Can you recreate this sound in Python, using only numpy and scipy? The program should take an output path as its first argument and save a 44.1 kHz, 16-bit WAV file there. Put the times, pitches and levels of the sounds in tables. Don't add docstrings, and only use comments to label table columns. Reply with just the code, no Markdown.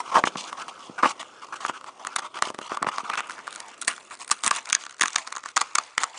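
import sys
import numpy as np
from scipy import signal
from scipy.fft import rfft, irfft
from scipy.io import wavfile
from scipy.ndimage import uniform_filter1d, map_coordinates

SR = 44100
rng = np.random.default_rng(int(sys.argv[2]) if len(sys.argv) > 2 else 0)


def to_wav(s):
    ch = np.atleast_2d(s).T
    pcm = np.round(np.clip(ch, -1, 1) * 32767)
    wavfile.write(sys.argv[1], SR, pcm.astype(np.int16))


N = 272538

PRY_S, PEEL_S, OPEN_S = 2.4, 3.78, 6.1
LIFT_S, LIFT_SHARE = 3.12, 0.78


def gain_of(db):
    return 10 ** (np.asarray(db) / 20)


def evened(x):
    return x / np.sqrt(np.mean(x ** 2) + 1e-20)


def read(points, hz):
    f, value = np.transpose(points)
    return np.interp(np.log(hz + 1), np.log(f + 1), value)


def add(mix, s, sound):
    part = mix[max(round(s * SR), 0):][:len(sound)]
    part += sound[:len(part)]


def response(spectrum, size=2048):
    hz = abs(np.fft.fftfreq(size, 1 / SR))
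    log_gain = np.log(gain_of(read(spectrum, hz)))
    minimum_phase = np.exp(np.conj(signal.hilbert(log_gain)))
    return np.fft.ifft(minimum_phase).real[:size // 2]


def through(x, body):
    return evened(signal.fftconvolve(x, body)[:len(x)])


def high_pass(x, corner_hz):
    return signal.sosfilt(signal.butter(3, corner_hz, "high", fs=SR, output="sos"), x)


def drift(rate_hz):
    hz = np.fft.rfftfreq(N, 1 / SR)
    return evened(irfft(rfft(rng.standard_normal(N)) / (1 + (hz / rate_hz) ** 4), N))


def lifted(s):
    return LIFT_SHARE * (s > LIFT_S)


def peeled(s):
    return np.interp(s, [PEEL_S, OPEN_S], [0, 1])


# frequency in Hz, relative level in dB.
AIR = [(25, -34), (100, 21.5), (200, 16), (300, 20), (500, 27.5), (1100, 14), (2000, -14), (5000, -93),
       (10000, -20)]


def still_air():
    return gain_of(-68.5) * through(rng.standard_normal(N), response(AIR))


def slips(per_s, spread_db, smooth):
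    sizes = gain_of(spread_db * np.minimum(rng.exponential(1, N), 4)) * rng.choice([-1, 1], N)
    jerks = evened(sizes * (rng.random(N) < per_s / SR))
    return evened(jerks + smooth * rng.standard_normal(N))


def crackle(per_s, spread_db, count=12):
    t = np.arange(256) / SR
    out = np.zeros(N)
    for hz in np.linspace(2200, 9200, count):
        train = np.zeros(N)
        at = np.flatnonzero(rng.random(N) < per_s / count / SR)
        train[at] = gain_of(spread_db * np.minimum(rng.exponential(1, N)[at], 3.5))
        tick = np.sin(2 * np.pi * hz * t) * t * np.exp(-t / 0.00064)
        out += signal.oaconvolve(train, tick)[:N]
    return evened(out)


def catches(per_s, size_db):
    sizes = gain_of(size_db + 3.5 * np.minimum(rng.exponential(1, N), 2.2))
    leaps = (rng.random(N) < per_s / SR) * sizes
    t = np.arange(512) / SR
    return evened(1 + signal.oaconvolve(leaps, np.exp(-t / .0011))[:N])


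def yielding(x, limit):
    return evened(np.tanh(evened(x) / limit))


def shifting(x, patchy_db, size=512):
    z = signal.stft(x, nperseg=size)[2]
    patches = uniform_filter1d(rng.standard_normal(z.shape), size=5, axis=0)
    patches = evened(uniform_filter1d(patches, size=14, axis=1))
    return evened(signal.istft(z * gain_of(patchy_db * patches), nperseg=size)[1][:N])


def bending(x, depth):
    place = np.cumsum(1 + depth * drift(rate_hz=9))
    return map_coordinates(x, [place], order=3, mode="mirror")


# time in seconds, level in dB.
GRIP = [(0, -47.5), (.7, -48.5), (1.35, -51.5), (2.0, -53.5), (2.8, -57), (3.35, -47), (3.8, -54),
        (4.4, -59), (5.3, -63), (6.18, -69)]
# start in seconds, length in seconds, level in dB, treble rasp in dB over that level.
STROKES = [(0, 0.0034, -24, -7.5), (0.054, 0.11, -42, -4.5), (0.114, 0.05, -32, -17),
           (0.141, 0.055, -20.5, -10), (0.251, 0.03, -36.5, 5), (0.368, 0.044, -39.5, 5.5),
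           (0.417, 0.046, -46.5, 4), (0.466, 0.031, -41.5, 0.5), (0.568, 0.056, -37, -5),
           (0.618, 0.011, -43, -8), (0.682, 0.016, -43.5, 1), (.79, 0.081, -55.5, 6.5),
           (0.978, 0.029, -31, -14), (1.025, 0.037, -21, -15.5), (1.058, 0.057, -34, 2),
           (1.193, 0.024, -35.5, -1.5), (1.416, 0.031, -42.5, -5), (1.522, 0.021, -35.5, -10),
           (1.553, 0.017, -41, -1), (1.603, 0.061, -39, -2), (1.679, 0.017, -31.5, -1.5),
           (1.733, 0.043, -41.5, -4.5), (1.861, 0.031, -41, -8), (1.993, 0.15, -45, -7.5),
           (2.181, 0.011, -30.5, -3), (2.218, 0.054, -38, -6), (2.339, 0.05, -35, -9),
           (2.421, 0.069, -35, -3), (2.608, 0.071, -40.5, -3.5), (2.692, 0.06, -34, -8),
           (2.773, 0.053, -46, -37), (2.865, 0.024, -29.5, -6.5), (2.913, 0.096, -35, -6.5),
           (3.035, 0.052, -36, -10), (3.089, 0.058, -32.5, -14), (3.172, 0.023, -24, -8.5),
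           (3.231, 0.043, -41, -13), (3.284, 0.12, -44.5, -17), (3.474, 0.27, -46, -7),
           (3.878, .04, -33, -6.5), (4.106, 0.033, -40, -5.5), (4.195, 0.035, -44.5, 1.5),
           (4.439, 0.048, -34, -3.5), (4.525, 0.062, -36.5, 0.5), (4.664, 0.04, -42, -7),
           (4.786, 0.045, -49.5, 9), (5.118, 0.017, -47, 3), (5.185, 0.04, -48.5, 4),
           (5.27, 0.012, -46, -9), (5.312, 0.084, -48.5, -19), (5.445, 0.068, -50.5, 0),
           (5.581, 0.022, -41.5, 1.5), (6, 0.024, -34, -0.5), (6.141, .04, -42.5, -2)]
STROKE_ATTACK_S, STROKE_SAG_DB, STROKE_RELEASE_T60_S = 0.004, 1, 0.044
GRIP_RASP_DB, GRIP_FLEX_DB, STROKE_FLEX_DB = -4.5, -5.5, -18
LIFT_FLEX_DB = -2.5
SLIDE_DB, SLIDE_RASP_DB, SLIDE_T60_S = -23, -1, 0.79


def friction(t):
    grip = gain_of(np.interp(t, *np.transpose(GRIP)))
    power = np.outer(gain_of([0, GRIP_FLEX_DB, GRIP_RASP_DB]), grip) ** 2
    age = t[:SR // 2]
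    moves = []
    for s, snap_db, *_ in SNAPS:
        moves.append((s, gain_of(snap_db + SLIDE_DB - 60 * age / SLIDE_T60_S), SLIDE_RASP_DB))
    for s, length, db, rasp_db in STROKES:
        sag_db = STROKE_SAG_DB * np.minimum(age / length, 1)
        release_db = -60 * np.maximum(age - length, 0) / STROKE_RELEASE_T60_S
        attack = np.minimum(age / STROKE_ATTACK_S, 1)
        moves.append((s, attack * gain_of(db + sag_db + release_db), rasp_db))
    for s, level, rasp_db in moves:
        flex_db = STROKE_FLEX_DB + LIFT_FLEX_DB * lifted(s)
        for part, db in zip(power, (0, flex_db, rasp_db)):
            add(part, s, (level * gain_of(db)) ** 2)
    return np.sqrt(power)


# frequency in Hz, relative level in dB.
FLEX = [(25, -24.5), (90, -10), (160, -1), (240, 8), (330, 9), (410, 7), (520, 10), (700, 7.5), (1100, -19)]
SHEET = [(300, -42), (520, -16.5), (750, -1.5), (1000, 3), (1170, 7), (1400, 1), (1700, -14), (2100, -8),
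         (2600, -13), (4000, -59.5)]
TAB = [(350, -33.5), (800, -10.5), (1150, -2.5), (1400, -7), (1650, -11), (2000, -9.5), (2600, -8.5),
       (4000, -51.5)]
RASP = [(1200, -27.5), (2200, -6.5), (3050, 1), (3900, -7), (5000, -6.5), (6500, -6.5), (8000, -11),
        (10000, -15.5)]
CRACK = [(900, -48.5), (1900, 9.5), (2700, 10), (4000, 10), (5200, 8), (6400, 11), (7600, 10), (10000, 9)]


def rubbing():
    t = np.arange(N) / SR
    sheet_level, flex_level, rasp_level = friction(t)
    picking = t < PEEL_S
    skin = slips(per_s=2000, spread_db=3.6, smooth=.85) * gain_of(1.8 * drift(rate_hz=80))
    nail = slips(per_s=750, spread_db=2.6, smooth=.35) * gain_of(2 * drift(rate_hz=60))
    sliding = np.where((t > PRY_S) & picking, nail, skin)
    fibres = evened(gain_of(3.6 * drift(rate_hz=130)) * crackle(per_s=2400, spread_db=3.4))
    surface = sliding + np.where(picking, .6, 1.1) * fibres
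    snags = catches(per_s=np.where(t < PRY_S, 12, 34), size_db=1.5)
    surface = yielding(surface * snags, limit=5)
    push = yielding(sliding * snags ** .7, limit=4.5)
    free = lifted(t)
    sheet = (1 - free) * through(push, response(SHEET)) + free * through(push, response(TAB))
    rasp = np.where(picking, through(surface, response(RASP)), through(surface, response(CRACK)))
    sound = sheet_level * shifting(bending(sheet, depth=.08), patchy_db=2)
    sound += rasp_level * shifting(rasp, patchy_db=2)
    return sound + flex_level * through(push, response(FLEX))


# frequency in Hz, time in seconds to fall by 60 dB.
SPACE = [(150, 0.15), (400, 0.22), (1100, 0.081), (3000, 0.12), (9000, 0.0077)]


def tail(first_s, size=8192):
    late = np.arange(size) / SR > first_s
    taps = rng.standard_normal(size) * (rng.random(size) < 2500 / SR) * late
    hz, t, z = signal.stft(taps, SR, nperseg=128)
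    fade_db = -60 * t / read(SPACE, hz)[:, None]
    echoes = signal.istft(z * gain_of(fade_db), SR, nperseg=128)[1]
    return signal.sosfilt(signal.butter(1, 3500, fs=SR, output="sos"), echoes / np.linalg.norm(echoes))


def space(x, wet_db, count=7):
    place = np.linspace(0, count - 1, N)
    wet = np.zeros(N)
    for k in range(count):
        share = np.sqrt(np.maximum(1 - abs(place - k), 0))
        wet += signal.oaconvolve(x * share, tail(first_s=0.0032))[:N]
    return gain_of(wet_db) * wet


def ripple(depth_db, size=256):
    hz = np.geomspace(1500, 11000, num=12)
    return response(np.column_stack([hz, depth_db * rng.standard_normal(len(hz))]), size=size)


# basic frequency in Hz, time in seconds to fall by 60 dB, basic relative level in dB.
CARD_MODES = [(325, .03, -6.5), (508, 0.12, 10.5), (790, 0.0033, -32), (1115, 0.027, 27.5),
              (1311, 0.05, 13), (1693, 0.017, 15), (2000, 0.0039, -29)]
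BURST_S, CLUMP_DB = .0007, 4.5
SPOT_DB, SPOT_T60_S, MODE_DB_PER_OCTAVE = 6, 0.0093, 11.5


def click(ring_db, ring_hz, flex_db, crack_db, spread, flex, rasp, crack, size=1024):
    t = np.arange(size) / SR
    lead = size // 4
    age = t - t[lead]
    crowd = np.exp(-abs(age) / max(spread, 1e-4))
    clumps = gain_of(CLUMP_DB * evened(uniform_filter1d(rng.standard_normal(size), size=40)))
    fibres = rng.standard_normal(size) * clumps * crowd
    fibres /= np.linalg.norm(fibres)
    burst = rng.standard_normal(size) * (age >= 0) * np.exp(-abs(age) / BURST_S)
    burst /= np.linalg.norm(burst)
    jump = signal.unit_impulse(size, lead)
    spot = gain_of(-60 * t / SPOT_T60_S) * np.cos(2 * np.pi * ring_hz * t)
    modes = np.zeros(size)
    for hz, t60, db in CARD_MODES:
        mode_db = db - MODE_DB_PER_OCTAVE * abs(np.log2(hz / ring_hz)) + 2 * rng.standard_normal()
        mode_hz = hz * rng.uniform(0.947, 1.12)
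        modes += gain_of(mode_db - 60 * t / t60) * np.cos(2 * np.pi * mode_hz * t)
    ring = gain_of(SPOT_DB) * evened(spot) + evened(modes)
    hardness = np.clip(1.5 + crack_db / 16, 0, 1)
    treble = (1 - hardness) * evened(rasp) + hardness * evened(crack)
    treble = np.convolve(treble, ripple(depth_db=2.2))
    sound = through(jump + 0.81 * fibres, high_pass(ring, corner_hz=433))
    sound += gain_of(flex_db) * through(jump + 0.34 * fibres, flex)
    sound += gain_of(crack_db) * through(0.31 * jump + burst + fibres, treble)
    return -t[lead], gain_of(ring_db) * sound


# time in seconds, pitch in Hz.
CRACK_PITCH = [(4.48, 8350), (4.7, 6280), (5.76, 6930), (6, 7900)]
EDGE_RING_DB, EDGE_Q = -1.5, 11.6


def played(blows):
    out = np.zeros(N)
    flex, rasp, crack = response(FLEX), response(RASP), response(CRACK)
    for s, *blow in blows:
        edge_hz = np.interp(s, *np.transpose(CRACK_PITCH))
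        edge = signal.lfilter(*signal.iirpeak(edge_hz, EDGE_Q, fs=SR), crack)
        edged_crack = crack + (s > PEEL_S) * gain_of(EDGE_RING_DB) * edge
        early, sound = click(*blow, flex, rasp, edged_crack)
        add(out, s + early, sound)
    return out


# time in seconds, ring level in dB before the soft pad dulls it,
# low flex in dB over the ring, spread of the contact in seconds.
KNOCKS = [(0.1578, -20, -11.5, 0.019), (0.168, -20.5, -7.5, 0.018), (0.1905, -30.5, -4, 0.0093),
          (0.2392, -18, -8, 0.00076), (0.2725, -25, -7, 0.00068), (0.3567, -33, -5, 0.0045),
          (1.0328, -20, -5.5, 0.0004), (1.0368, -24, -11, 0.0026), (1.0452, -21, -12.5, 0.001),
          (1.0563, -22, -7.5, 0.0041), (1.0601, -22.5, -7, .002), (1.6505, -25.5, -17, 0.0014),
          (1.6965, -28.5, -7, 0.014), (2.7189, -33, -1.5, 0.0064), (2.828, -22.5, -14, 0.0035),
          (2.8459, -35, -3, .001), (2.8685, -27, -7.5, 0.0014), (2.8877, -26.5, -16, 0.0035)]
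KNOCK_HZ, KNOCK_CRACK_DB = 1045, -12
PAD_HZ = 2420


def knocks():
    blows = [(s, db, KNOCK_HZ, flex_db, KNOCK_CRACK_DB, spread) for s, db, flex_db, spread in KNOCKS]
    return signal.sosfilt(signal.butter(2, PAD_HZ, fs=SR, output="sos"), played(blows))


# time in seconds, level in dB.
BUMPS = [(0.357, -38.5), (0.896, -40.5), (2.817, -41), (2.839, -51), (2.87, -36.5), (3.033, -49.5),
         (4.448, -49), (4.468, -43), (5.014, -43.5), (5.036, -46)]
BUMP_CONTACT_S = 0.0031


def bumps():
    out, t = np.zeros(N), np.arange(1024) / SR
    push = t * np.exp(-3 * t / BUMP_CONTACT_S)
    for s, db in BUMPS:
        add(out, s, gain_of(db) * evened(high_pass(through(push, response(FLEX)), corner_hz=150)))
    return out


# time in seconds, ring level in dB,
# treble crack in dB over the ring, spread of the contact in seconds.
FLICKS = [(0.5288, -34, -15, 0.0034), (0.6824, -38.5, -4, 0.0013), (0.9902, -38, -21, 0.0017),
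          (1.2295, -41.5, -18, .001), (1.5416, -42, -14, 0.00077), (1.6635, -34.5, -7, .002),
          (1.812, -47, -23, 0.00036), (1.843, -42, -25, 0.00045), (2.05, -35.5, -17, 0.00063),
          (2.071, -33, -0.5, 0.0019), (2.163, -27, 4.5, 0.0023), (2.1854, -36, -21, 0.00045),
          (2.194, -36.5, -6, 0.00092), (2.389, -37, -18, 0.0013), (2.4238, -19.5, -3.5, 0.00075),
          (2.75, -48, -18, 0.0013), (2.7721, -29, -35, 0.0019), (2.8277, -40, 6, 0.0011),
          (2.9833, -28.5, -14, 0.00076), (3.1006, -28, -30, 0.0044), (3.1355, -37, -13, 0.00034),
          (3.138, -30.5, -25, 0.001), (3.1487, -44, -17, 0.00045), (3.155, -35.5, -20, 0.0004),
          (3.158, -51, -16, .0004), (3.175, -37, -8, 0.0005), (3.178, -33, -20, 0.0014),
          (3.2057, -32, -7.5, .0003), (3.2975, -36.5, -18, 0.0014), (3.3082, -40, -6, 0.0025),
          (3.3818, -45.5, -16, 0.0012), (3.391, -43.5, -20, .0005), (3.471, -45, -10, 0.0011),
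          (3.478, -33.5, -18.5, 0.0005)]
FLICK_HZ, FLICK_FLEX_DB = 1100, -18
LIFT_RISE_HZ = 380


def flicks():
    return played([(s, db, FLICK_HZ + LIFT_RISE_HZ * lifted(s), FLICK_FLEX_DB, crack_db, spread)
                   for s, db, crack_db, spread in FLICKS])


# time in seconds, ring level in dB.
JUDDERS = [(2.4732, -38), (2.5025, -36), (2.5464, -41.5), (2.5886, -36.5), (2.6156, -42.5)]
JUDDER_HZ, JUDDER_FLEX_DB, JUDDER_CRACK_DB, JUDDER_SPREAD_S = 1000, -1.5, -15, 0.006


def judders():
    return played([(s, db, JUDDER_HZ, JUDDER_FLEX_DB, JUDDER_CRACK_DB, JUDDER_SPREAD_S) for s, db in JUDDERS])


TEAR_FROM_S, TEAR_TO_S = 3.25, 5.52
STRAY_PER_S, STRAY_DB, STRAY_SIZE_DB, STRAY_HZ, STRAY_CRACK_DB = 40, -64.5, 3.5, 1390, 8
TICK_SPREAD_S = 0.0014


def strays():
    pull_s = TEAR_TO_S - TEAR_FROM_S
    draws = rng.random((round(STRAY_PER_S * pull_s), 2))
    times = TEAR_FROM_S + pull_s * draws[:, 0]
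    sizes = np.minimum(-np.log(1 - draws[:, 1]), 3)
    return played([(s, STRAY_DB + STRAY_SIZE_DB * size, STRAY_HZ, SNAP_FLEX_DB, STRAY_CRACK_DB, TICK_SPREAD_S)
                   for s, size in zip(times, sizes)])


# time in seconds, ring level in dB, treble crack in dB over the ring.
TICKS = [(3.5275, -46, 5.5), (3.551, -55, 9), (3.56, -45.5, 6.5), (3.6033, -45.5, 8), (3.8304, -55, 11),
         (3.8485, -59, 17), (3.9264, -43, -14), (3.9374, -47, -10), (3.9799, -44.5, -12), (4.2472, -57, 11),
         (4.279, -51.5, 12.5), (4.3003, -40, -7), (4.6568, -51.5, 15.5), (4.6913, -44, 8), (4.7087, -50, 5),
         (4.767, -44, -14), (4.838, -46, 7), (4.852, -53, 8), (4.8655, -40.5, 2), (4.8959, -50, 6),
         (4.9094, -52, 9), (4.926, -54, 3), (4.9964, -42.5, 0), (5.0765, -52.5, 18), (5.1052, -51, 10),
         (5.1323, -55, 18), (5.146, -42, -1), (5.3536, -41, 3), (5.3819, -45, 5), (5.4382, -42.5, -3),
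         (5.4883, -50, 10)]


def ticks():
    return played([(s, db, STRAY_HZ, SNAP_FLEX_DB, crack_db, TICK_SPREAD_S) for s, db, crack_db in TICKS])


# time in seconds, ring level in dB, ring pitch in Hz,
# treble crack in dB over the ring, spread of the breaking fibres in seconds.
SNAPS = [(3.8169, -47.5, 1500, 16, 0.003), (3.824, -39.5, 1430, 5, 0.0012), (3.8796, -24, 1770, 5, 0.0054),
         (4.3146, -22.5, 1144, 6.5, 0.0035), (4.3255, -38, 1500, 6, 0.0032),
         (4.437, -32.5, 1210, 5, 0.0043), (4.4452, -34, 1760, 6, 0.003), (4.456, -45, 1300, 5, 0.00092),
         (4.464, -28.5, 1230, 5, 0.0035), (4.4731, -30.5, 1360, 1, 0.003), (4.476, -43, 1390, 9, .0006),
         (4.4785, -34.5, 1710, 14.5, .0007), (4.486, -46, 1400, 1, .001),
         (4.511, -29.5, 1320, 9.5, 0.00064), (4.513, -21, 1120, -9, 0.002),
         (4.5625, -44, 1280, 12.5, 0.0023), (4.7, -50, 1447, 20, 0.0006), (4.7054, -38, 1430, 3, 0.0023),
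         (4.7289, -27, 1570, 13.5, 0.0017), (4.7506, -28, 1760, 12.5, 0.0021),
         (5.0116, -20.5, 1880, 7, 0.0008), (5.017, -35, 1290, 10, 0.0023),
         (5.0211, -25.5, 1350, 5, 0.00065), (5.032, -38, 2000, 14, 0.0011), (5.036, -23, 1680, -3, 0.0017),
         (5.0578, -30, 1180, 4, .005), (5.0817, -36, 1200, 6.5, 0.00065), (5.1604, -23, 1690, 6.5, 0.0011),
         (5.184, -32.5, 1900, 4, 0.0079), (5.2745, -38.5, 1270, 4.5, 0.0074),
         (5.3254, -35.5, 1210, 3, 0.0015), (5.3642, -46, 1120, 11, 0.00076),
         (5.369, -34.5, 1170, -3, 0.0011), (5.4593, -34.5, 1160, -0.5, 0.0056),
         (5.567, -26.5, 1900, 6.5, 0.0059), (5.5695, -22.5, 1140, 0, 0.0051),
         (5.5758, -24.5, 1100, 2, 0.00087), (5.615, -23.5, 1060, 4, 0.0038),
         (5.7533, -30, 1900, 9.5, 0.00069), (5.7556, -25, 1400, 7.5, 0.0017),
         (5.785, -21.5, 1305, 2.5, 0.0013), (5.98, -21, 1220, 2.5, 0.00094), (6.0274, -38, 1290, 2, .001),
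         (6.035, -26, 1330, 2.5, 0.0011), (6.0403, -28.5, 1270, 4, 0.0015)]
SNAP_FLEX_DB, LONG_TAB_FLEX_DB = -17.5, -5


def snaps():
    return played([(s, db, hz, SNAP_FLEX_DB + LONG_TAB_FLEX_DB * peeled(s), crack_db, spread)
                   for s, db, hz, crack_db, spread in SNAPS])


SHADE_FROM_S, SHADE_TO_S, SHADE_HZ = 4.49, 4.7, 8820


def shaded(x):
    share = np.interp(np.arange(N) / SR, [SHADE_FROM_S, SHADE_TO_S], [0, 1])
    dull = signal.sosfiltfilt(signal.butter(2, SHADE_HZ, fs=SR, output="sos"), x)
    return (1 - share) * x + share * dull


def scene():
    air = still_air()
    nail_and_thumb = knocks() + bumps() + flicks() + judders()
    tearing = strays() + ticks() + snaps()
    card = shaded(rubbing() + nail_and_thumb + tearing)
    return (card + space(card, wet_db=-19.5) + air)[None]


def record(dry):
    ceiling = .62
    rounded = dry / (1 + (dry / ceiling) ** 4) ** .25
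    band_limit = signal.firwin(511, 10150, window=("kaiser", 8), fs=SR)
    return signal.oaconvolve(rounded, band_limit[None], "same")


dry = scene()
out = record(dry)
to_wav(out)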